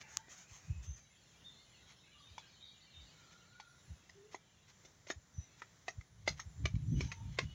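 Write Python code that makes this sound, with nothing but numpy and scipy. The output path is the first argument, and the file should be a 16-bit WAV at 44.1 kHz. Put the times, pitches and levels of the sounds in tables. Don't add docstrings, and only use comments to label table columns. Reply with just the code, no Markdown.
import sys
import numpy as np
from scipy import signal
from scipy.fft import rfft, irfft, next_fast_len
from scipy.io import wavfile
from scipy.ndimage import uniform_filter1d

SR = 44100
rng = np.random.default_rng(int(sys.argv[2]) if len(sys.argv) > 2 else 0)


def file_out(sig):
    cols = np.atleast_2d(sig).T
    lim = np.clip(cols, -1, 1)
    pcm = np.round(lim * 32767).astype(np.int16)
    wavfile.write(sys.argv[1], SR, pcm)


N = 332514
T = np.arange(N) / SR
LEAD_S = .015

# start_s, level_db, sole_hz, pocket_hz, thud_db, pop_db, grit_db
SLAPS = [(.281, -73.5, 1870, 806, -3, -8, -8), (2.379, -65.5, 2280, 920, -20, 8.5, 4.5),
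         (3.598, -63.5, 2180, 880, -25, -1, -2), (4.092, -69, 1900, 814, -19, -15, -1),
         (4.344, -60.5, 2020, 880, -0.5, 4.5, -3), (4.848, -74, 2160, 553, -5, -4.5, 7),
         (5.068, -66, 2040, 570, -11, -4, -4), (5.1, -49.5, 1800, 750, -3.5, -8, -3.5),
         (5.618, -58.5, 1810, 1340, -13, -0.5, -22), (5.88, -50.5, 1970, 695, -14, -2, -6.5),
         (6.009, -69, 2020, 1260, -27, -18, -9), (6.275, -42, 2060, 663, -10, -5, -2),
         (6.394, -56, 1860, 1260, -30, -3.5, 1.5), (6.654, -44.5, 2210, 636, -10, -11.5, -12),
         (6.752, -70, 2340, 587, -18, -14, -3), (7.006, -51, 2300, 565, -3, -19, -5),
         (7.116, -52.5, 2130, 970, -33, -34, -7), (7.386, -41, 2060, 570, -12, -8, -15)]
# pitch_hz, gain_db
GRIT_TONE = [(400, -4), (1200, -1), (2500, -2), (3700, 1), (4800, -3), (6300, 4.5), (7200, -5.5),
             (9000, -7), (16000, -1)]
# pitch_hz, gain_db
MIC_TONE = [(20, -3), (7000, -1), (7400, -8.5), (8000, -16), (9500, -23), (13700, -33), (15000, -20.5),
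            (16000, -28.5)]


def undb(db):
    return 10 ** (np.asarray(db) / 20)


def unit(x):
    return x / np.sqrt(np.mean(x ** 2) + 1e-20)


def add(out, start_s, x):
    i = int(np.clip(start_s * SR, 0, N - 1))
    out[i:i + len(x)] += x[:N - i]


def colour(x, points):
    size = next_fast_len(len(x) + 4096)
    hz, db = np.transpose(points)
    bin_hz = np.arange(size // 2 + 1) * SR / size
    gain = undb(np.interp(np.log(bin_hz + 1), np.log(hz), db))
    cepstrum = irfft(np.log(gain), size)
    cepstrum[1:size // 2] *= 2
    cepstrum[size // 2 + 1:] = 0
    return irfft(rfft(x, size) * np.exp(rfft(cepstrum)), size)[:len(x)]


def ring(x, hz, width_hz):
    return signal.lfilter(*signal.iirpeak(hz, max(hz / width_hz, .7), fs=SR), x)


def wander(rate_hz, size=N):
    hold = max(int(SR / rate_hz), 2)
    stairs = np.repeat(rng.standard_normal(size // hold + 1), hold)
    return 1.312 * uniform_filter1d(stairs, hold)[:size]


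def grains(size, per_s, spread_db):
    hit = rng.random(size) < per_s / SR
    sign = rng.choice([-1, 1], size)
    return unit(hit * sign * undb(spread_db * np.minimum(rng.exponential(size=size), 3)))


def swell(length_s):
    return np.sin(np.linspace(0, np.pi, max(int(length_s * SR), 64)))


def trunk_echoes(x, fade_s, gap_s, per_s):
    t = T[:SR]
    echoes = grains(SR, per_s, 3.8) * undb(-60 * t / fade_s) * (t > gap_s)
    return signal.fftconvolve(x, echoes / np.linalg.norm(echoes))[:N]


def hollow(x, nearest_s=.0009, farthest_s=.0022, bounce=.5):
    lag = int(np.clip(SR * rng.uniform(nearest_s, farthest_s), 1, len(x) // 2))
    return (x + bounce * np.pad(x, (lag, 0))[:len(x)]) / np.hypot(1, bounce)


def wood(level_db=-67.5, sway_db=1.5):
    # pitch_hz, gain_db
    hush_tone = [(25, -18.5), (60, 3.5), (160, 5.5), (240, -4), (380, -7.5), (1300, -11), (2000, -9.5),
                 (2600, -19), (3700, -14.5), (4800, -17), (6200, -10), (7200, -15.5), (9000, -15.5),
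                 (16000, -4)]
    level = undb(level_db + sway_db * wander(4.006))
    return level * unit(colour(colour(rng.standard_normal(N), hush_tone), MIC_TONE))


def insects(trill_hz=80, chirp_hz=10150, answer_hz=10620, answer_db=-4):
    # start_s, end_s, period_s, level_db
    bouts = [(1.049, 2.3, .27, -90), (3.646, 3.9, .17, -87), (6, 7.4, .36, -93)]

    def hiss(size, hz, width_hz):
        return unit(ring(ring(ring(rng.standard_normal(size), hz, width_hz), hz, width_hz), hz, width_hz))
    shrill = undb(2.9 * wander(11)) * hiss(N, 7180, 300)
    whine = undb(-18) * hiss(N, 8900, 400)
    shimmer = undb(-95 + 2 * wander(5)) * hiss(N, 10290, 1300)
    out = undb(-81) * (shrill + whine) + shimmer
    for start, end, period, db in bouts:
        shape = swell(.7 * period)
        trill = shape * (1 + 0.51 * np.sin(2 * np.pi * trill_hz * T[:len(shape)]))
        for s in np.arange(start, end, period):
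            add(out, s, undb(db) * unit(trill * hiss(len(trill), chirp_hz, 760)))
            answer = unit(trill * hiss(len(trill), answer_hz, 500))
            add(out, s + period / 2, undb(db + answer_db) * answer)
    return out


def whistle(length_s, start_hz, end_hz, waver=0.01896, rasp_hz=20):
    shape = np.sqrt(np.abs(swell(length_s)))
    size = len(shape)
    shape *= np.linspace(1, .4, size)
    hz = np.linspace(start_hz, end_hz, size) * (1 + waver * wander(109.3, size))
    hz += rasp_hz * wander(130, size)
    return unit(shape * np.sin(2 * np.pi * np.cumsum(hz) / SR))


def birds(count=800, fall=0.0593, fall_spread=0.0795, high_share=.07, high_ratio=1.65):
    # start_s, length_s, start_hz, end_hz, level_db
    clear_notes = [(.12, 0.12, 880, 883, -69.5), (0.217, .12, 2010, 1776, -69), (.44, .11, 2460, 2570, -73),
                   (0.624, .22, 2396, 2696, -73), (0.857, .12, 6180, 6280, -60.5),
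                   (1.447, 0.066, 3530, 3650, -57.5), (1.5, 0.18, 4220, 4300, -73.5),
                   (1.731, 0.064, 3030, 2440, -70.5), (2.12, .05, 2960, 2800, -68),
                   (2.15, 0.092, 1186, 1134, -71.5), (2.211, 0.14, 3624, 3764, -69.5),
                   (2.612, 0.091, 3677, 3797, -58.5), (2.933, .1, 3723, 3655, -63.5),
                   (3.177, 0.4, 1360, 1392, -73.5), (3.52, 0.25, 1426, 1445, -68.5),
                   (4.151, .16, 406, 442, -65.5), (5.34, 0.122, 5990, 5910, -65.5),
                   (6.87, 0.33, 6080, 6070, -66.5), (6.954, 0.063, 2940, 3030, -63),
                   (7.028, 0.24, 943, 895, -69.5), (7.442, 0.12, 2970, 2950, -66.5)]
    # time_s, level_db, middle_hz
    chatter = [(0, -60, 1600), (.3, -78.5, 1934), (1.1, -73.5, 3297), (1.85, -70.5, 3280),
               (2.75, -66.5, 3554), (3.6, -73.5, 3398), (4.25, -79.5, 2797), (4.601, -76, 3210),
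               (5.2, -100.5, 3136), (5.45, -71.5, 3250), (5.901, -87.5, 3070), (7.54, -70.5, 3104)]
    notes, chorus = np.zeros(N), np.zeros(N)
    for s, length, start_hz, end_hz, db in clear_notes:
        add(notes, s - .005, undb(db) * whistle(length, start_hz, end_hz))
    times, chorus_db, middle_hz = np.transpose(chatter)
    traits = rng.standard_normal((count, 3))
    sings_high = rng.random(count) < high_share
    for s, (pitch, glide, stretch), high in zip(np.linspace(0, T[-1], count), traits, sings_high):
        octaves = .32 * (pitch - .25 * pitch ** 2 + 0.246)
        hz = np.interp(s, times, middle_hz) * 2 ** octaves * high_ratio ** high
        end_hz = hz * (1 - fall + fall_spread * glide)
        add(chorus, s + .01 * stretch, whistle(.045 * 1.3 ** stretch, hz, end_hz))
    calls = notes + unit(chorus) * undb(np.interp(T, times, chorus_db))
    return 0.71 * calls + 0.85 * trunk_echoes(calls, fade_s=0.43, gap_s=.004, per_s=1500)


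def wind(puff_hz=83.8, puff_half_s=0.012, wake_db=-16, wake_stretch=2.4, eddy_hz=250, eddy_db=-10):
    # time_s, level_db
    airflow = [(6.1, -66.5), (6.25, -56), (6.31, -45.5), (6.4, -64), (6.55, -58), (6.62, -39), (6.72, -49),
               (6.86, -40), (6.94, -31.5), (7.06, -40.5), (7.14, -57), (7.26, -42), (7.39, -53),
               (7.44, -40.5), (7.54, -55)]
    # time_s, half_length_s, peak_db
    puffs = [(0.519, 0.0066, -49), (0.709, 0.0089, -27), (0.778, 0.036, -40.5), (0.895, 0.024, -38.5),
             (2.32, 0.016, -55), (3.002, .045, -54), (3.914, .016, -41.5), (5.17, 0.01, -44.5),
             (5.388, 0.01, -34), (5.987, 0.0072, -36), (6.469, 0.014, -41), (6.648, 0.0085, -28),
             (6.745, .004, -22.5), (6.766, 0.0035, -25)]
    # pitch_hz, gain_db
    rumble_tone = [(20, -40.5), (40, -6), (65, 2), (115, 3), (175, -3), (220, -20), (330, -35.5),
                   (500, -58), (900, -69)]
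    flow = undb(np.interp(T, *np.transpose(airflow), left=-78))
    bumps = np.zeros(N)
    t = T[:SR // 5] - .1
    for s, half_s, db in puffs:
        hz = puff_hz * (puff_half_s / half_s) ** 0.11
        skewed_t = t * (1 - 0.19 * np.tanh(t / half_s))
        shape = undb(db) * np.exp(-(skewed_t / half_s) ** 2)
        add(bumps, s + t[0], shape * np.sin(2 * np.pi * (hz * skewed_t + rng.random())))
        wake = undb(db + wake_db) * np.exp(-np.abs(T - s) / (wake_stretch * half_s))
        flow = np.maximum(flow, wake)
    rumble = unit(colour(rng.standard_normal(N), rumble_tone))
    rumble /= np.sqrt(uniform_filter1d(rumble ** 2, SR // 16))
    eddies = unit(ring(ring(ring(rng.standard_normal(N), eddy_hz, 120), eddy_hz, 120), eddy_hz, 110))
    return bumps + flow * (rumble + undb(eddy_db) * eddies * flow / flow.max())


def friction(slides, tone, slips_per_s):
    out = np.zeros(N)
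    for s, length, db in slides:
        shape = swell(length)
        slips = colour(grains(len(shape), slips_per_s, spread_db=2.0), tone)
        add(out, s, undb(db) * unit(shape * hollow(slips)))
    return out


def fingers():
    # start_s, length_s, level_db
    rubs = [(.06, 0.16, -56), (.285, 0.075, -51.5), (.32, .15, -55), (.47, 0.15, -55.5), (.56, 0.18, -64.5),
            (.82, 0.054, -56), (.96, 0.044, -60)]
    # pitch_hz, gain_db
    rub_tone = [(300, -11), (1500, -0.5), (2500, -2.5), (5000, -6.5), (6400, 6.5), (9000, -5.5),
                (16000, 2.5)]
    return friction(rubs, rub_tone, slips_per_s=10000)


def case_tick(start_s=.171, level_db=-25.5):
    # pitch_hz, gain_db
    tick_tone = [(300, -26), (750, -24), (1150, -6.5), (1800, -15), (2700, -11.5), (4300, -9), (5400, -4.5),
                 (6700, 1), (9000, -5.5), (16000, 0.5)]
    out = np.zeros(N)
    add(out, start_s, undb(level_db) * unit(colour(signal.unit_impulse(SR // 100), tick_tone)))
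    return out


def scuffs(drag_delay_s=.008, drag_s=0.071):
    # start_s, length_s, level_db
    brushes = [(0, 0.032, -51), (1.86, 0.089, -61.5), (3.3, 0.046, -62.5), (4.31, 0.041, -57.5),
               (4.67, 0.055, -62), (5.07, 0.065, -52), (5.575, .045, -63), (6.365, 0.034, -59),
               (6.95, 0.17, -55.5), (7.31, .061, -64)]
    drags = [(s + drag_delay_s, drag_s, -53 + 2.5 * (db + 39.5)) for s, db, *_ in SLAPS]
    scrape = friction(brushes + drags, GRIT_TONE, slips_per_s=1400)
    return 0.83 * scrape + 1.13 * ring(scrape, 2170, 500)


def slap(sole_hz, pocket_hz, thud_db, pop_db, grit_db, thud_hz=385):
    # multiple_of_sole_hz, width_hz, level_db
    sole_rings = [(0.531, 170, 0.5), (0.659, 160, 0), (.82, 180, -4), (0.999, 263, 12.5), (1.3, 200, -8.5),
                  (1.719, 300, -8), (2.85, 400, -32)]
    t = T[:SR // 8] - LEAD_S
    after = np.maximum(t, 0)
    ball_s = .003 * rng.uniform(.7, 1.3)
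    brush = undb(-24) * np.exp(-np.abs(t) / 0.014)
    hits = sum((t > s) * np.exp(-np.abs(t - s) / 0.0022) for s in (0, ball_s))
    settle = undb(-11) * (t > 0) * np.exp(-after / 0.012)
    contacts = grains(len(t), 9000, 1.7) * (hits + settle + brush)
    heel = np.exp(-(t / 0.000092) ** 2)
    ball = 0.29 * np.exp(-((t - ball_s) / 0.00016) ** 2)
    push = heel + ball + 0.05 * contacts
    thud = ring(ring(push, thud_hz, 300), thud_hz, 380)
    pop = ring(ring(push, pocket_hz, pocket_hz * 0.21), pocket_hz, pocket_hz * 0.5)
    sole = sum(undb(db) * ring(contacts, sole_hz * ratio, width) for ratio, width, db in sole_rings)
    crush = (1 - np.exp(-after / 0.00092)) * np.exp(-after / 0.013)
    crunch = grains(len(t), 2500, 4.4) * (crush + brush)
    stones = sum(ring(crunch, hz, 100) for hz in rng.uniform(3304, 6910, size=4))
    grit = colour(crunch + undb(9) * stones, GRIT_TONE)
    body = undb(thud_db) * unit(thud) - undb(pop_db) * unit(pop)
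    return body + hollow(unit(sole) + undb(grit_db) * unit(grit))


def footsteps():
    out = np.zeros(N)
    for s, db, *tone in SLAPS:
        add(out, s + 0.001014 - LEAD_S, undb(db) * slap(*tone))
    return out


def scene():
    feet_and_hand = scuffs() + footsteps() + fingers()
    echoes = undb(-15) * trunk_echoes(feet_and_hand, fade_s=0.11, gap_s=.006, per_s=2500)
    near = colour(feet_and_hand + case_tick() + echoes, MIC_TONE)
    return (near + birds() + insects() + wind() + wood())[None]


def record(dry, low_cut_hz=43, high_cut_hz=15900):
    thin = signal.sosfilt(signal.butter(3, low_cut_hz, "high", fs=SR, output="sos"), dry)
    return signal.sosfilt(signal.ellip(8, .2, 70, high_cut_hz, fs=SR, output="sos"), thin)


dry = scene()
out = record(dry)
file_out(out)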